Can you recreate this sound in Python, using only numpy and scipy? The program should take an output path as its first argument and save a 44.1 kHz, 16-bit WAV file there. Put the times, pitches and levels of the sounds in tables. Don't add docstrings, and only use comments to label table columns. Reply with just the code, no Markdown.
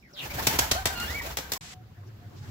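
import sys
import numpy as np
from scipy import signal
from scipy.fft import rfft, irfft
from scipy.io import wavfile
from scipy.ndimage import uniform_filter1d

SR = 44100
rng = np.random.default_rng(int(sys.argv[2]) if len(sys.argv) > 2 else 0)


def log_audio(samples):
    frames = np.atleast_2d(samples).T
    limited = np.clip(frames, -1, 1)
    pcm = np.round(limited * 32767).astype(np.int16)
    wavfile.write(sys.argv[1], SR, pcm)


def convert_level_to_amplitude(level_db):
    exponent = np.asarray(level_db, float) / 20
    return 10 ** exponent


N = 110250

# freq_hz, likeness
LIKENESS = [(60, 1), (130, 0.8), (290, 1), (640, -0.046), (1400, -0.018), (3100, -0.019)]


def evened(x):
    return x / np.sqrt(np.mean(x ** 2) + 1e-20)


def read(points, hz):
    f, value = np.transpose(points)
    return np.interp(np.log(hz + 1), np.log(f + 1), value)


def curve(rows, column=1):
    rows = np.array(rows)
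    return np.interp(np.arange(N) / SR, rows[:, 0], rows[:, column])


def add(mix, start_s, sound):
    part = mix[..., round(start_s * SR):][..., :sound.shape[-1]]
    part += sound[..., :part.shape[-1]]


def resonate(x, hz, width_hz):
    turn = np.exp(2j * np.pi * np.cumsum(hz * np.ones(x.shape[-1])) / SR)
    r = np.exp(-np.pi * width_hz / SR)
    return 2 * (turn * signal.lfilter([(1 - r) ** 2], [1, -2 * r, r * r], x / turn)).real


def wobble(count, span_s):
    span = int(span_s * SR) + 1
    once = uniform_filter1d(rng.standard_normal(count), span)
    return evened(uniform_filter1d(once, span))


def paired(left, other, hz):
    same = np.clip(read(LIKENESS, hz), -1, 1)[:, None]
    return np.array([left, same * left + np.sqrt(1 - same ** 2) * other])


def air(colour, patchy_db):
    hz = np.fft.rfftfreq(1024, 1 / SR)
    a, b, c, d, patches = rng.standard_normal((N // 256 + 5, 513, 5)).T
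    patches = evened(uniform_filter1d(uniform_filter1d(patches, 14, 0), 6, 1))
    z = paired(a + 1j * b, c + 1j * d, hz)
    z = z * convert_level_to_amplitude(read(colour, hz)[:, None] + patchy_db * patches)
    return evened(signal.istft(z, nperseg=1024, noverlap=768)[1][:, :N])


def yard(x):
    # freq_hz, t60_s
    decay = [(200, 0.07), (1000, 0.64), (4000, 0.29), (15000, 0.3)]
    taps = np.zeros((2, SR // 2))
    at = np.arange(200, SR // 2 - 20, 20) + rng.integers(0, 20, (2, (SR // 2 - 201) // 20))
    np.put_along_axis(taps, at, rng.choice([-1., 1.], at.shape), 1)
    hz, t, z = signal.stft(taps, SR, nperseg=256)
    z = paired(z[0], z[1], hz) * convert_level_to_amplitude(-60 * t / read(decay, hz)[:, None])
    tail = signal.istft(z, SR, nperseg=256)[1]
    return signal.fftconvolve(x, tail / np.linalg.norm(tail[0]), axes=1)[:, :N]


def yard_air():
    # freq_hz, level_db
    colour = [(18, -33.5), (30, -18), (160, 12.5), (1230, -14.5), (2240, -32.5), (2910, -18.5),
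              (5310, -11.5), (8950, -45.5), (15500, -45.5)]
    return air(colour, 2.6) * convert_level_to_amplitude(-59.5)


def feather_rush():
    # freq_hz, level_db
    colour = [(59, -35.5), (100, -3), (370, -9.5), (808, -7.5), (1260, -12), (1520, -11), (7410, -19.5),
              (8580, -22.5), (15500, -14)]
    # time_s, level_db
    rush = [(0, -81), (.13, -72.5), (.2, -55.5), (.255, -48.5), (.3, -52.5), (.38, -43), (.45, -43),
            (.56, -42), (.69, -47), (.78, -49), (.85, -56.5), (.93, -53.5), (.985, -50.5), (1.05, -47.5),
            (1.19, -51), (1.255, -46.5), (1.36, -55.5), (1.5, -56.5)]
    return air(colour, 1) * convert_level_to_amplitude(curve(rush) + 11 + 2.2 * wobble(N, 0.013))


def air_push():
    # time_s, level_db
    push = [(0.0, -59), (0.132, -66), (0.17, -54), (0.21, -84), (0.236, -47), (0.61, -34.5), (0.672, -41),
            (0.726, -33.5), (0.774, -40.5), (1.144, -40), (1.566, -50.5), (1.58, -64.5)]
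    lump_db = -1
    low = evened(resonate(rng.standard_normal(N), hz=68.3, width_hz=43))
    ports = low + .08 * np.array([[1], [-1]]) * low[::-1]
    return ports * convert_level_to_amplitude(curve(push) + lump_db * wobble(N, .02))


def swishes():
    # start_s, length_s, first_hz, last_hz, level_db
    sweeps = [
        (0.024, 0.095, 2400, 1920, -57.5),
        (0.066, 0.096, 1640, 1420, -64.5),
        (0.127, 0.039, 6100, 4770, -57),
        (0.132, 0.14, 4680, 2575, -40),
        (0.152, 0.091, 4430, 3520, -46),
        (.155, 0.04, 2100, 1750, -57.5),
        (0.295, 0.046, 2170, 2380, -43),
        (0.3, .03, 4900, 4860, -50),
    ]
    peaks = [.22, .5, .4, .62, .55, .4, .45, .5]
    width_share, patchy_db = .12, 2
    out = np.zeros((2, N))
    for (start_s, length_s, first_hz, last_hz, db), peak in zip(sweeps, peaks):
        u = np.arange(0, length_s, 1 / SR) / length_s
        hz = last_hz + (first_hz - last_hz) * (1 - u) ** 2.6
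        noise = rng.standard_normal((2, SR // 4))[:, :len(u)]
        fuzz = evened(resonate(noise, hz, width_share * first_hz))
        swell = np.sin(np.pi * u ** (np.log(.5) / np.log(peak)))
        level = convert_level_to_amplitude(db + patchy_db * wobble(SR // 4, 0.0044)[:len(u)])
        add(out, start_s, level * swell * fuzz)
    return out


def whistles():
    # start_s, length_s, first_hz, last_hz, level_db
    downstrokes = [(.135, .085, 570, 600, -56), (.165, .035, 1480, 1580, -58), (.258, .026, 800, 900, -45),
                   (.318, .035, 520, 610, -47), (.383, .04, 650, 960, -36), (.402, .02, 900, 1150, -40),
                   (.5, .052, 740, 910, -37), (.565, .022, 900, 1020, -41), (.618, .052, 740, 880, -36),
                   (.752, .085, 570, 815, -34.5), (.9, .055, 760, 800, -43), (1.212, .018, 1020, 930, -42),
                   (1.25, .075, 560, 690, -46), (1.285, .04, 1530, 1580, -48), (1.37, .05, 600, 560, -43),
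                   (1.425, .075, 1560, 1620, -50), (1.558, .022, 1000, 1100, -46)]
    bend, droop, waver_share = .2, .1, .016
    fade_db, flutter_db = -4, 1.5
    clean, width_hz = .78, 90
    quill_hz, quill_width_hz = 1580, 290
    out = np.zeros((2, N))
    for start_s, length_s, first_hz, last_hz, db in downstrokes:
        u = np.arange(0, length_s, 1 / SR) / length_s
        waver = wobble(SR // 6, .003)[:len(u)]
        flutter = wobble(SR // 6, .005)[:len(u)]
        slide_hz = last_hz + (first_hz - last_hz) * np.exp(-u / bend)
        pitch_hz = slide_hz * (1 - droop * u ** 2 + waver_share * waver)
        phase = 2 * np.pi * np.cumsum(pitch_hz) / SR
        octave_db = -1 - np.minimum(6 * ((2 * pitch_hz - quill_hz) / quill_width_hz) ** 2, 30)
        noise = rng.standard_normal((2, SR // 6))[:, :len(u)]
        tone = 0
        for k, gain_db in ((1, 0.019), (2, octave_db)):
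            pure = np.sqrt(2) * np.sin(k * phase + np.array([[0], [1.1 * k]]))
            breath = evened(resonate(noise, k * pitch_hz, k * width_hz))
            tone = tone + convert_level_to_amplitude(gain_db) * (clean * pure + (1 - clean) * breath)
        swell = np.sqrt(np.sin(np.pi * u ** 0.28).clip(0))
        level = np.sqrt(2) * convert_level_to_amplitude(db + fade_db * u + flutter_db * flutter)
        add(out, start_s, swell * level * tone)
    return out


def thumps():
    # start_s, level_db, pitch_hz
    puffs = [
        (0.237, -42, 127),
        (0.351, -33, 123),
        (0.47, -29, 124),
        (0.588, -29.5, 117),
        (0.712, -31, 120),
        (0.856, -32.5, 109),
        (1.002, -39.5, 89.5),
        (1.371, -40.5, 150),
        (1.382, -45.5, 282),
    ]
    rise_s, t60_s = .004, .11
    out, t = np.zeros((2, N)), np.arange(SR // 8) / SR
    for start_s, db, hz in puffs:
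        level = 2 * convert_level_to_amplitude(db - 60 * t / t60_s) * (1 - np.exp(-t / rise_s))
        add(out, start_s, level * np.sin(2 * np.pi * hz * t)[None])
    return out


def claps():
    # start_s, peak_db, brightness_db, left_right_db, loudest_crack_ms
    main = [
        (0.4672, -5.5, 3.5, 1.5, 4.2),
        (0.5855, -5.5, 2, -1.5, 6.1),
        (0.7104, -8.5, -5.5, 1, 6),
        (0.855, -10.5, -4, 1.5, 0.79),
        (0.9977, -24.5, 1, 4.5, 1.6),
        (1.2153, -32.5, -27, 1, 6.8),
        (1.3695, -17, -2.5, 1, 2.1),
        (1.5185, -14, 6.5, 1.5, 1.6),
    ]
    late_tips = [
        (1.383, -27, -12, 2.5, 3.1),
        (1.5325, -19, 6, -4, 2.2),
        (.868, -21, -5, 0, 3.1),
    ]
    # freq_hz, level_db
    colour = [(35, -40), (60, -6), (953, -2.5), (1740, -7), (2010, -3), (2360, -6), (5450, -4), (8670, -8),
              (15500, -6)]
    count, spread_s, crack_db, crack_s, fall_db_per_ms = 10, .012, -7, 0.00096, 1.7
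    puff_db, puff_rise_s, puff_t60_s = -11, 0.0037, 0.065
    out, t = np.zeros((2, N)), np.arange(SR // 8) / SR
    noise = air([(20, 0.0061), (20000, 0.0095)], 0)
    events = main + late_tips
    draws = rng.random((len(events), count, 2))
    for (start_s, db, bright_db, pan_db, top_ms), draw in zip(events, draws):
        when_s = 0.00091 + spread_s * (np.arange(count) + draw[:, 0])[:, None] / count
        late_s = t - when_s
        off_db = fall_db_per_ms * abs(when_s / .001 - top_ms)
        crack_level = convert_level_to_amplitude(crack_db - off_db - 1.5 * draw[:, 1:])
        cracks = ((late_s >= 0) * np.exp(-abs(late_s) / crack_s) * crack_level).sum(axis=0)
        rise = np.minimum(t / (puff_rise_s * top_ms / 4), 1) ** 2
        shape = cracks + convert_level_to_amplitude(puff_db - 60 * t / puff_t60_s) * rise
        burst = noise[:, round(start_s * SR):][:, :len(t)] * shape
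        tilted = signal.lfilter([1], [1, -.5 * np.tanh(-bright_db / 10)], burst)
        add(out, start_s, tilted * convert_level_to_amplitude(db + pan_db * np.array([[.5], [-.5]])))
    log_gain = np.log(convert_level_to_amplitude(read(colour, abs(np.fft.fftfreq(4096, 1 / SR)))))
    body = np.fft.ifft(np.exp(log_gain - 1j * signal.hilbert(log_gain).imag)).real[:2048]
    out = signal.oaconvolve(out, body[None] / np.linalg.norm(body))[:, :N]
    return out + convert_level_to_amplitude(-6) * yard(out)


def small_bird():
    # time_s, pitch_hz, level_db, second_harmonic_db
    call = [(.882, 1550, -47, -14), (.932, 1540, -46, -12), (.945, 1440, -45, -6), (.965, 1415, -43, 3),
            (1.015, 1400, -38, -2), (1.035, 1470, -46, -4), (1.05, 1560, -41, -13), (1.066, 1630, -48, -6),
            (1.082, 1720, -42, -3), (1.113, 1980, -37, -16), (1.135, 2100, -46, -9),
            (1.158, 2270, -34, -26), (1.186, 2270, -36, -28), (1.193, 2120, -46, -25),
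            (1.203, 1970, -38, -25), (1.222, 1790, -46, -25)]
    third_db, waver_share, flutter_db, ring_db, yard_db = -6, .007, 2.5, 7, -10
    t = np.arange(N) / SR
    pitch_hz = curve(call) * (1 + waver_share * wobble(N, 0.0022))
    phase = 2 * np.pi * np.cumsum(pitch_hz) / SR
    second = convert_level_to_amplitude(curve(call, column=3))
    over = second * (np.sin(2 * phase) + convert_level_to_amplitude(third_db) * np.sin(3 * phase))
    sounding = (t > call[0][0]) * (t < call[-1][0])
    level = np.sqrt(2) * convert_level_to_amplitude(curve(call, column=2) + flutter_db * wobble(N, 0.0035)) * sounding
    tone = level * (np.sin(phase) + over)
    echoed = level * (np.sin(phase) + convert_level_to_amplitude(ring_db) * over)
    direct = np.array([.6 * tone, np.roll(tone, 3)])
    return direct + convert_level_to_amplitude(yard_db) * yard(np.array([echoed, echoed]))


def wash():
    # freq_hz, level_db
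    colour = [(18, -71.5), (30, -63), (102, -5.5), (249, -22.5), (709, -31.5), (945, -33), (5310, -45.5),
              (8280, -55), (15500, -43.5)]
    # time_s, level_db
    swell = [(1.62, -56), (1.754, -55.5), (1.784, -60), (2.45, -54), (2.5, -49)]
    return air(colour, 1.2) * convert_level_to_amplitude(curve(swell) + 5.5)


def traffic_drone():
    # time_s, level_db
    swell = [(1.62, -49.5), (2.166, -47.5), (2.226, -50.5), (2.5, -41)]
    return evened(resonate(rng.standard_normal(N), hz=101.6, width_hz=22)) * convert_level_to_amplitude(curve(swell))


def suppressed_hiss():
    # freq_hz, level_db
    colour = [(240, -46), (400, -19), (466, -38), (715, -5.5), (1280, -6.5), (2060, -5), (7670, -7),
              (15500, -23.5)]
    shut_s, fall_s, shut_db, reopen_s, reopen_db = 1.7386, 0.013, -26.5, 2.29, -11.5
    gain_db = np.interp(np.arange(N) / SR, [shut_s, shut_s + fall_s, reopen_s, N / SR],
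                        [0, shut_db * 1.23, shut_db, reopen_db])
    return air(colour, 0.49) * convert_level_to_amplitude(-47 + gain_db)


def hoots():
    # start_s, length_s, pitch_hz, level_db
    calls = [
        (1.636, 0.026, 723, -56),
        (1.711, .12, 737, -57.5),
        (1.869, .04, 747, -67),
        (1.97, 0.044, 705, -62),
        (2.205, 0.058, 709, -59),
        (2.28, 0.029, 730, -65),
        (2.319, 0.035, 718, -63),
        (2.42, 0.036, 846, -61),
    ]
    out = np.zeros((2, N))
    for start_s, length_s, hz, db in calls:
        t = np.arange(0, length_s, 1 / SR)
        swell = np.sqrt(2 * np.sin(np.pi * t / length_s).clip(0))
        add(out, start_s, swell * convert_level_to_amplitude(db) * np.sin(2 * np.pi * hz * t + np.array([[0], [.4]])))
    return out


def rustles():
    # start_s, length_s, centre_hz, width_hz, level_db
    gusts = [(1.791, .05, 314, 60, -56.5), (1.8, 0.061, 1500, 398, -66), (1.936, 0.071, 1690, 500, -63),
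             (2.005, 0.063, 1150, 302, -63), (2.047, 0.06, 340, 80, -55.5), (2.055, 0.047, 5500, 2000, -67),
             (2.078, 0.048, 1600, 600, -63.5), (2.189, 0.12, 1600, 600, -64.5),
             (2.29, 0.099, 1110, 500, -63), (2.316, 0.07, 333, 80, -52.5),
             (2.355, 0.055, 4370, 4000, -59.5), (2.41, 0.061, 4500, 4000, -60.5),
             (2.413, 0.077, 1490, 800, -56.5)]
    out = np.zeros((2, N))
    for start_s, length_s, hz, width_hz, db in gusts:
        t = np.arange(0, length_s, 1 / SR)
        gust = evened(resonate(rng.standard_normal((2, SR // 6)), hz, width_hz))[:, :len(t)]
        add(out, start_s, convert_level_to_amplitude(db) * np.sin(np.pi * t / length_s) * gust)
    return out


def scene():
    cut_s, fade_s, resume_s = 1.5795, .003, 1.6095
    t = np.arange(N) / SR
    wings = air_push() + swishes() + whistles() + thumps() + claps()
    takeoff = yard_air() + feather_rush() + wings + small_bird()
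    terrace = wash() + traffic_drone() + suppressed_hiss() + hoots() + rustles()
    return takeoff * np.clip((cut_s - t) / fade_s, 0, 1) ** 2 + terrace * (t > resume_s)


def top_cut(x):
    return signal.sosfilt(signal.butter(12, 16810, fs=SR, output="sos"), x)


def record(dry):
    # freq_hz, level_db
    response = [(28, -6), (55, -0.5), (7900, 2), (8400, -6.5), (9700, -4.5), (10600, -1.5)]
    headroom, edge_hz = .75, 15750
    heard = irfft(rfft(dry) * convert_level_to_amplitude(read(response, np.fft.rfftfreq(N, 1 / SR))), N)
    squashed = headroom * np.tanh(heard / headroom)
    lowpass = signal.firwin(255, edge_hz, window=("kaiser", 9), fs=SR)
    limited = signal.oaconvolve(squashed, lowpass[None], "same")
    return top_cut(limited)


dry = scene()
out = record(dry)
log_audio(out)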